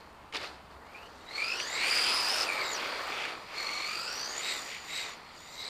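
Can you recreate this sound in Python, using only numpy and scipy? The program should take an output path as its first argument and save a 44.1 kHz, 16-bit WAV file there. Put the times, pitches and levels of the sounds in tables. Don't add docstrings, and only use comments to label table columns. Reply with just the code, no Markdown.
import sys
import numpy as np
from scipy import signal
from scipy.fft import rfft, irfft, next_fast_len
from scipy.io import wavfile
from scipy.ndimage import uniform_filter1d, map_coordinates

SR = 44100
rng = np.random.default_rng(int(sys.argv[2]) if len(sys.argv) > 2 else 0)


def boost_factor(decibels):
    exponent = np.asarray(decibels, float) / 20
    return 10 ** exponent


def put_to_file(sound):
    columns = np.atleast_2d(sound).T
    safe = np.clip(columns, -1, 1)
    whole_steps = np.round(safe * 32767)
    wavfile.write(sys.argv[1], SR, whole_steps.astype(np.int16))


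N = 250908

CENTRE_RATIO, AXLE_RATIO = 1.98, 3.66

# f/Hz, width/Hz, level/dB
HOUSING = [(2050.4, 80, 3.5), (2321.9, 100, 4), (2603.3, 80, 1.5), (3245.5, 233.7, -6), (3852.8, 110, 5),
           (4330, 110, 4), (4770.2, 100, 4.5), (5083.4, 90, 3), (5800, 150, 3.5), (6489.5, 245.3, -3),
           (6950, 190, 3.5), (7650, 190, 4), (9094.4, 180, 4.5), (9750.8, 155.24, 3.5)]


def level(x, db):
    return x * boost_factor(db) / np.sqrt(np.mean(x ** 2))


def curves(table):
    s, *columns = np.transpose(table)
    return [np.interp(np.arange(N) / SR, s, c) for c in columns]


def walk(rate):
    hold = int(SR / rate)
    steps = np.repeat(rng.standard_normal(N // hold + 1), hold)
    smooth = uniform_filter1d(uniform_filter1d(steps, hold), hold)[:N]
    return smooth / smooth.std()


def coloured(x, table):
    hz, db = np.transpose(table)
    f = np.maximum(np.arange(N // 2 + 1) * SR / N, 1)
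    return irfft(rfft(x) * boost_factor(np.interp(np.log(f), np.log(hz), db)), N)


def ring(x, hz, width_hz):
    return signal.lfilter(*signal.iirpeak(hz, hz / width_hz, SR), x)


def band(x, lo, hi):
    size = next_fast_len(N + 4096)
    f = np.arange(size // 2 + 1) * SR / size
    return irfft(rfft(x, size) * ((f >= lo) & (f < hi)), size)[:N]


def bell(hz, peak_hz, reach_hz):
    return np.exp(-.5 * ((hz - peak_hz) / reach_hz) ** 2)


def bumps(x, table):
    size = next_fast_len(N)
    f = np.arange(size // 2 + 1) * SR / size
    gain_db = sum(db * bell(f, hz, w) for hz, w, db in table)
    return irfft(rfft(x, size) * boost_factor(gain_db), size)[:N]


def shaft_beat(hz):
    turns = np.cumsum(hz) / SR / 97
    return np.cos(2 * np.pi * (turns + 0.29615)) * (1 + 0.5463 * walk(17))


def bearing_teeth():
    # t/s, length/s, then pinion, centre and axle level/dB over the load
    stretches = [(0.798, 0.129, -2, -25, -25), (0.943, 0.136, 5.5, -25, -25),
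                 (1.08, 0.1543, -11.5, -25, -24.5), (1.269, 0.1063, 0, -4, -8),
                 (1.381, 0.1706, -3.5, 2.5, -2), (1.55, 0.09046, -7.5, -1.5, -1),
                 (1.639, 0.12126, -8.5, -8.5, 1.5), (1.76, 0.13899, -16.5, -7.5, 0),
                 (1.901, 0.32014, -19, -5, -10), (2.23, 0.21045, -22, -6, -12),
                 (2.47, 0.1701, -17.5, -13, 4), (2.64, 0.0784, -12, -7.5, -3.5),
                 (2.72, 0.05858, -3, -17.5, -4), (3.562, 0.32365, -4.5, -5, -3.5),
                 (3.88, 0.25931, -7, -8, -1), (4.139, 0.27687, -7.5, -21.5, -9),
                 (4.422, 0.17692, -15, -8, -10), (4.599, 0.27805, -16, -24.5, -13),
                 (4.88, 0.1633, -13.5, -7, -7.5), (5.05, 0.1006, -14, -6.5, -7),
                 (5.35, 0.21467, -16.5, -14.5, -11), (5.572, 0.1198, -19, -6, -7)]
    gains = np.zeros((3, N))
    for s, length, *db in stretches:
        gains[:, int(s * SR):int((s + length) * SR)] = boost_factor(np.array(db))[:, None]
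    return uniform_filter1d(gains, 800)


def pulled(hz):
    pull, reach = .75, 1.5
    free = np.arange(0., SR / 2, 5)
    drag = sum((mode - free) * bell(free, mode, reach * w) for mode, w, db in HOUSING if db > 0)
    return hz + pull * np.interp(hz, free, drag)


def whine(hz, beat, db, throb, rough, teeth):
    cycles = np.cumsum(hz) / SR
    error = [map_coordinates(e, [cycles / teeth], order=1, mode="wrap")
             for e in rng.standard_normal((2, 8192))]
    blur = 1 + rough * (error[0] + 1j * error[1])
    tone = np.exp(throb * beat) * blur * np.exp(2j * np.pi * cycles)
    return boost_factor(db) * level(tone.real, 0)


def gears(beat, hz, db):
    mid_hz, low_hz = hz / CENTRE_RATIO, hz / AXLE_RATIO
    start_s, length_s, third_db = 3.86, .28, -8
    once = np.abs(np.arange(N) / SR - start_s - length_s / 2) < length_s / 2
    hz = pulled(hz * (1 + .013 * walk(35)))
    pinion = (whine(hz, beat, db + 2.0, throb=0.2907, rough=1.436, teeth=11)
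              + whine(.98 * hz, beat, db - 3.5, throb=0.335, rough=2.807, teeth=4.5)
              + whine(np.minimum(2 * hz, 20000), beat, db - 22.5, throb=0.622, rough=2.52, teeth=25))
    hunting_hz = pulled(mid_hz * (1 + .018 * walk(14)))
    centre = (whine(hunting_hz, beat, db + 2.5, throb=0.291, rough=1.392, teeth=9)
              + whine(1.02 * mid_hz, beat, db - 2.5, throb=0.2902, rough=4.225, teeth=4.5)
              + once * whine(pulled(3 * mid_hz), beat, db + third_db, throb=0.506, rough=2.62, teeth=16))
    axle = whine(pulled(low_hz), beat, db - 1.5, throb=0.3486, rough=1.6, teeth=6)
    return bumps(np.sum(bearing_teeth() * [pinion, centre, axle], axis=0), HOUSING)


def rattle(beat, modes, throb, grain_db, flicker_db):
    force = boost_factor(grain_db * walk(700) + throb * beat)
    out = np.zeros(N)
    for hz, width_hz, db in modes:
        flicker = boost_factor(db + flicker_db * walk(9))
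        hits = force * rng.standard_normal(N)
        out += flicker * ring(ring(hits, hz, width_hz), hz, 2 * width_hz)
    return level(out, 0)


def gear_case(beat, hz, gain, load_db):
    # f/Hz, width/Hz, level/dB
    case_modes = [(3774.5, 606.4, -2.5), (4245.5, 270.4, 2.5), (4677.4, 411.1, 1), (5007.6, 552.6, -6)]
    ringing_modes = [(4283.9, 98, -1.5), (4690, 262.2, 3)]
    gain = gain * boost_factor(5.5 * bell(hz / CENTRE_RATIO, 3930, 130))
    clatter = gain * rattle(beat, case_modes, throb=0.36, grain_db=2.0, flicker_db=1.08)
    ringing = boost_factor(load_db - 0.3) * bell(hz, 5800, 800)
    return clatter + ringing * rattle(beat, ringing_modes, throb=.6, grain_db=1.83, flicker_db=3.0)


def tooth_repeat(x, hz):
    alike = 0.2071

    def echo(v):
        return alike * map_coordinates(v, [np.arange(N) - SR / hz], order=3)

    return (x + echo(x + echo(x))) / np.sqrt(1 + alike ** 2 + alike ** 4)


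def chassis_and_bearings(beat, hz, chassis, bearings):
    # f/Hz, width/Hz, level/dB
    chassis_modes = [(1844.3, 699, 2.5), (2389.9, 1178.6, 9), (3126.5, 1192, 0)]
    bearing_modes = [(5857.7, 1030.4, 9), (7200, 743.7, 8), (8261.2, 1289, 6), (8857, 655, -1.5),
                     (12144, 537.5, 3.5), (13375, 520, -8.5), (13901, 1780, -4.5)]
    coasting = 1. * (bearing_teeth().max(axis=0) < 1e-3)
    bearings = bearings * boost_factor(-5 * uniform_filter1d(coasting, 4000))
    clatter = (chassis * rattle(beat, chassis_modes, throb=0.469, grain_db=1.5, flicker_db=3.5)
               + bearings * rattle(beat, bearing_modes, throb=0.529, grain_db=2.5, flicker_db=1.5022))
    return tooth_repeat(clatter, hz / AXLE_RATIO)


def tyres():
    # f/Hz, level/dB
    tyre_colour = [(150, -19.5), (300, -3.5), (500, 1.5), (900, 2), (1300, 4.5), (1800, -0.5), (3000, -27)]
    # t/s, first cancelled f/Hz, share 0-1
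    bounce = [(1.6, 1312, 0.21), (1.85, 963, 0.12), (2.1, 623.2, 0.24), (2.3, 421.4, 0.32),
              (2.55, 254.4, 0.01), (2.95, 258.8, 0.29), (3.3, 399.1, 0)]
    grains = rng.standard_normal(N) * boost_factor(1.0292 * walk(300) + 0.7848 * walk(12))
    roll = level(coloured(grains, tyre_colour), 0)
    notch_hz, share = curves(bounce)
    share = np.clip(share, 0, .9)
    late = map_coordinates(roll, [np.arange(N) - SR / (2 * notch_hz)], order=1)
    return (roll + share * late) / np.sqrt(1 + share ** 2)


def skids():
    # t/s, peak level/dB, rise/s, fall to -60 dB/s
    slides = [
        (0, -65, 0.000946, .7),
        (.326, -40, 0.02943, 0.2641),
        (0.394, -42, 0.05126, 0.3868),
        (.7, -65, 0.01064, 0.2548),
        (.86, -61.5, 0.01195, 0.0015),
    ]
    t = np.arange(N) / SR
    gain = np.zeros(N)
    for s, db, rise, fall in slides:
        decay = boost_factor(-60 * np.maximum(t - s - rise, 0) / fall)
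        gain += boost_factor(db) * np.clip((t - s) / rise, 0, 1) * decay
    return gain


def knocks():
    # t/s, peak level/dB, centre f/Hz
    cracks = [(0.325, -29, 2316), (0.338, -30.5, 2845), (0.346, -24, 2388), (0.3552, -21, 2301),
              (0.367, -21, 3486), (0.4126, -31.5, 2287), (0.4286, -36.5, 4668), (0.444, -25.5, 2343),
              (0.713, -47.5, 1670), (1.5996, -17, 2301), (1.975, -20, 4690), (3.252, -21.5, 1907)]
    out, t = np.zeros(N), np.arange(600) / SR
    for s, db, hz in cracks:
        crack = rng.standard_normal(600) * np.exp(-t / 0.005022)
        crack = ring(ring(crack, hz, 1134.8), hz, 3122)
        i = int(s * SR)
        out[i:i + 600] += boost_factor(db - 5.0) * crack / np.abs(crack).max()
    return out


def town():
    # f/Hz, level/dB per Hz
    traffic_colour = [(20, -7.5), (76, -6), (200, -3.5), (500, -7.5), (900, 0), (1200, -4), (2500, -19.5),
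                      (5000, -31), (9500, -31), (15300, -38)]
    # t/s, level/dB
    hum_fade = [(0, -63.5), (.55, -62.5), (1.2, -67), (2.5, -73.5), (5.69, -70)]
    hum = level(ring(rng.standard_normal(N), 69.246, 11.08), 0) * boost_factor(curves(hum_fade)[0])
    return level(coloured(rng.standard_normal(N), traffic_colour), -54) + hum


def scene():
    # t/s, f/Hz
    speed = [(.75, 1596), (1.25, 3748), (1.57, 5452), (1.9, 9300), (2.44, 10190), (2.5, 8898), (2.72, 7200),
             (2.8, 4201), (3.85, 4349), (4.12, 5398), (4.36, 6650), (4.5, 7850), (4.6, 6950), (4.83, 6804),
             (4.97, 7800), (5.13, 6891), (5.35, 6707), (5.69, 8048)]
    # t/s, level/dB
    load = [(.05, -69), (.76, -74), (.95, -63), (1.27, -59), (1.39, -43.5), (1.7, -43.5), (1.93, -34.5),
            (2.44, -34), (2.47, -43), (3.12, -45), (3.48, -55.5), (3.58, -43.5), (4.37, -42.5), (4.5, -37),
            (4.83, -50), (4.97, -39.5), (5.22, -57), (5.69, -44)]
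    rolling = [(.6, -61.5), (1.02, -51), (1.22, -55.5), (1.42, -44.5), (1.68, -42.5), (1.9, -37.5),
               (2.35, -35.5), (2.8, -37.5), (3.3, -41.5), (3.45, -50), (3.62, -44), (3.9, -46.5),
               (4.55, -44.5), (4.84, -53.5), (5.07, -45), (5.24, -57.5), (5.5, -58.5), (5.69, -49)]
    # level/dB at the usual roll and load, share of roll, share of load
    follows = [
        (-44.5, .62, .45),
        (-50, .5, .6),
        (-55, .04, 1.03),
    ]
    skid_shares = 0.3, 0.6, -4, -14.5
    usual_db = -45
    (hz,), (load_db,), (roll_db,), skid = curves(speed), curves(load), curves(rolling), skids()
    steady = [roll_db]
    for db, of_roll, of_load in follows:
        steady.append(db + of_roll * (roll_db - usual_db) + of_load * (load_db - usual_db))
    tyre, chassis, case, bearings = (boost_factor(db) + boost_factor(skid_db) * skid
                                     for db, skid_db in zip(steady, skid_shares))
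    beat = shaft_beat(hz)
    car = (gears(beat, hz, load_db)
           + gear_case(beat, hz, case, load_db)
           + chassis_and_bearings(beat, hz, chassis, bearings)
           + tyre * tyres())
    return (car + knocks() + town())[None]


def patchy(x, lo, hi, spans, stay, stray):
    t = np.arange(N) / SR
    on = sum((t > a) & (t < b) for a, b in spans) > 0
    parts = np.linspace(lo, hi, 7)
    out = np.zeros(N)
    for a, b in zip(parts, parts[1:]):
        inside = (t < spans[0][1]) | (walk(30) > stay)
        gate = np.where(on, inside, walk(30) > stray)
        out += band(uniform_filter1d(1. * gate, 500) * band(x, a, b), lo, hi)
    return out


def thin_treble(x):
    limits = 10060, 11400, 12620, 13200, 15080
    # from t/s, to t/s
    upper_open = [(0, .31), (1.8, 2.49), (2.51, 2.58)]
    top_open = [(0, .31), (.56, 1.31), (1.81, 1.86), (1.93, 2.48), (2.52, 2.7), (2.8, 2.92), (2.98, 3.18),
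                (3.24, 3.27), (3.38, 3.77), (4.02, 4.08), (4.14, 4.48), (4.6, 5.05), (5.13, 5.66)]
    a, b, c, d, e = limits
    ragged = uniform_filter1d(1. * (walk(20) > 0), 500) * boost_factor(-17)
    edges = band(ragged * x, a, a + 330) + band(ragged[::-1] * x, b - 330, b)
    steady = band(x, 0, a) + band(x, b, c)
    return steady + edges + patchy(x, c, d, upper_open, -1.5, 1.5) + patchy(x, d, e, top_open, -.5, 2.3)


def band_limit(x):
    return signal.sosfilt(signal.butter(12, 15490, fs=SR, output="sos"), x)


def record(dry):
    # f/Hz, width/Hz, level/dB
    port = [(422.1, 59.2, 1), (1619.7, 109.85, -2), (2176, 230, 0), (4373.5, 44.83, 2.5),
            (4981.7, 218.3, 0.5), (5284.7, 54, -2), (5668.5, 323, 1), (6397, 140.2, -1), (6802.2, 404, 2.5),
            (8280.4, 59.25, -3), (9463.8, 82.9, 6)]
    mix = thin_treble(bumps(dry[0], port))[None]
    return band_limit(mix)


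dry = scene()
out = record(dry)
put_to_file(out)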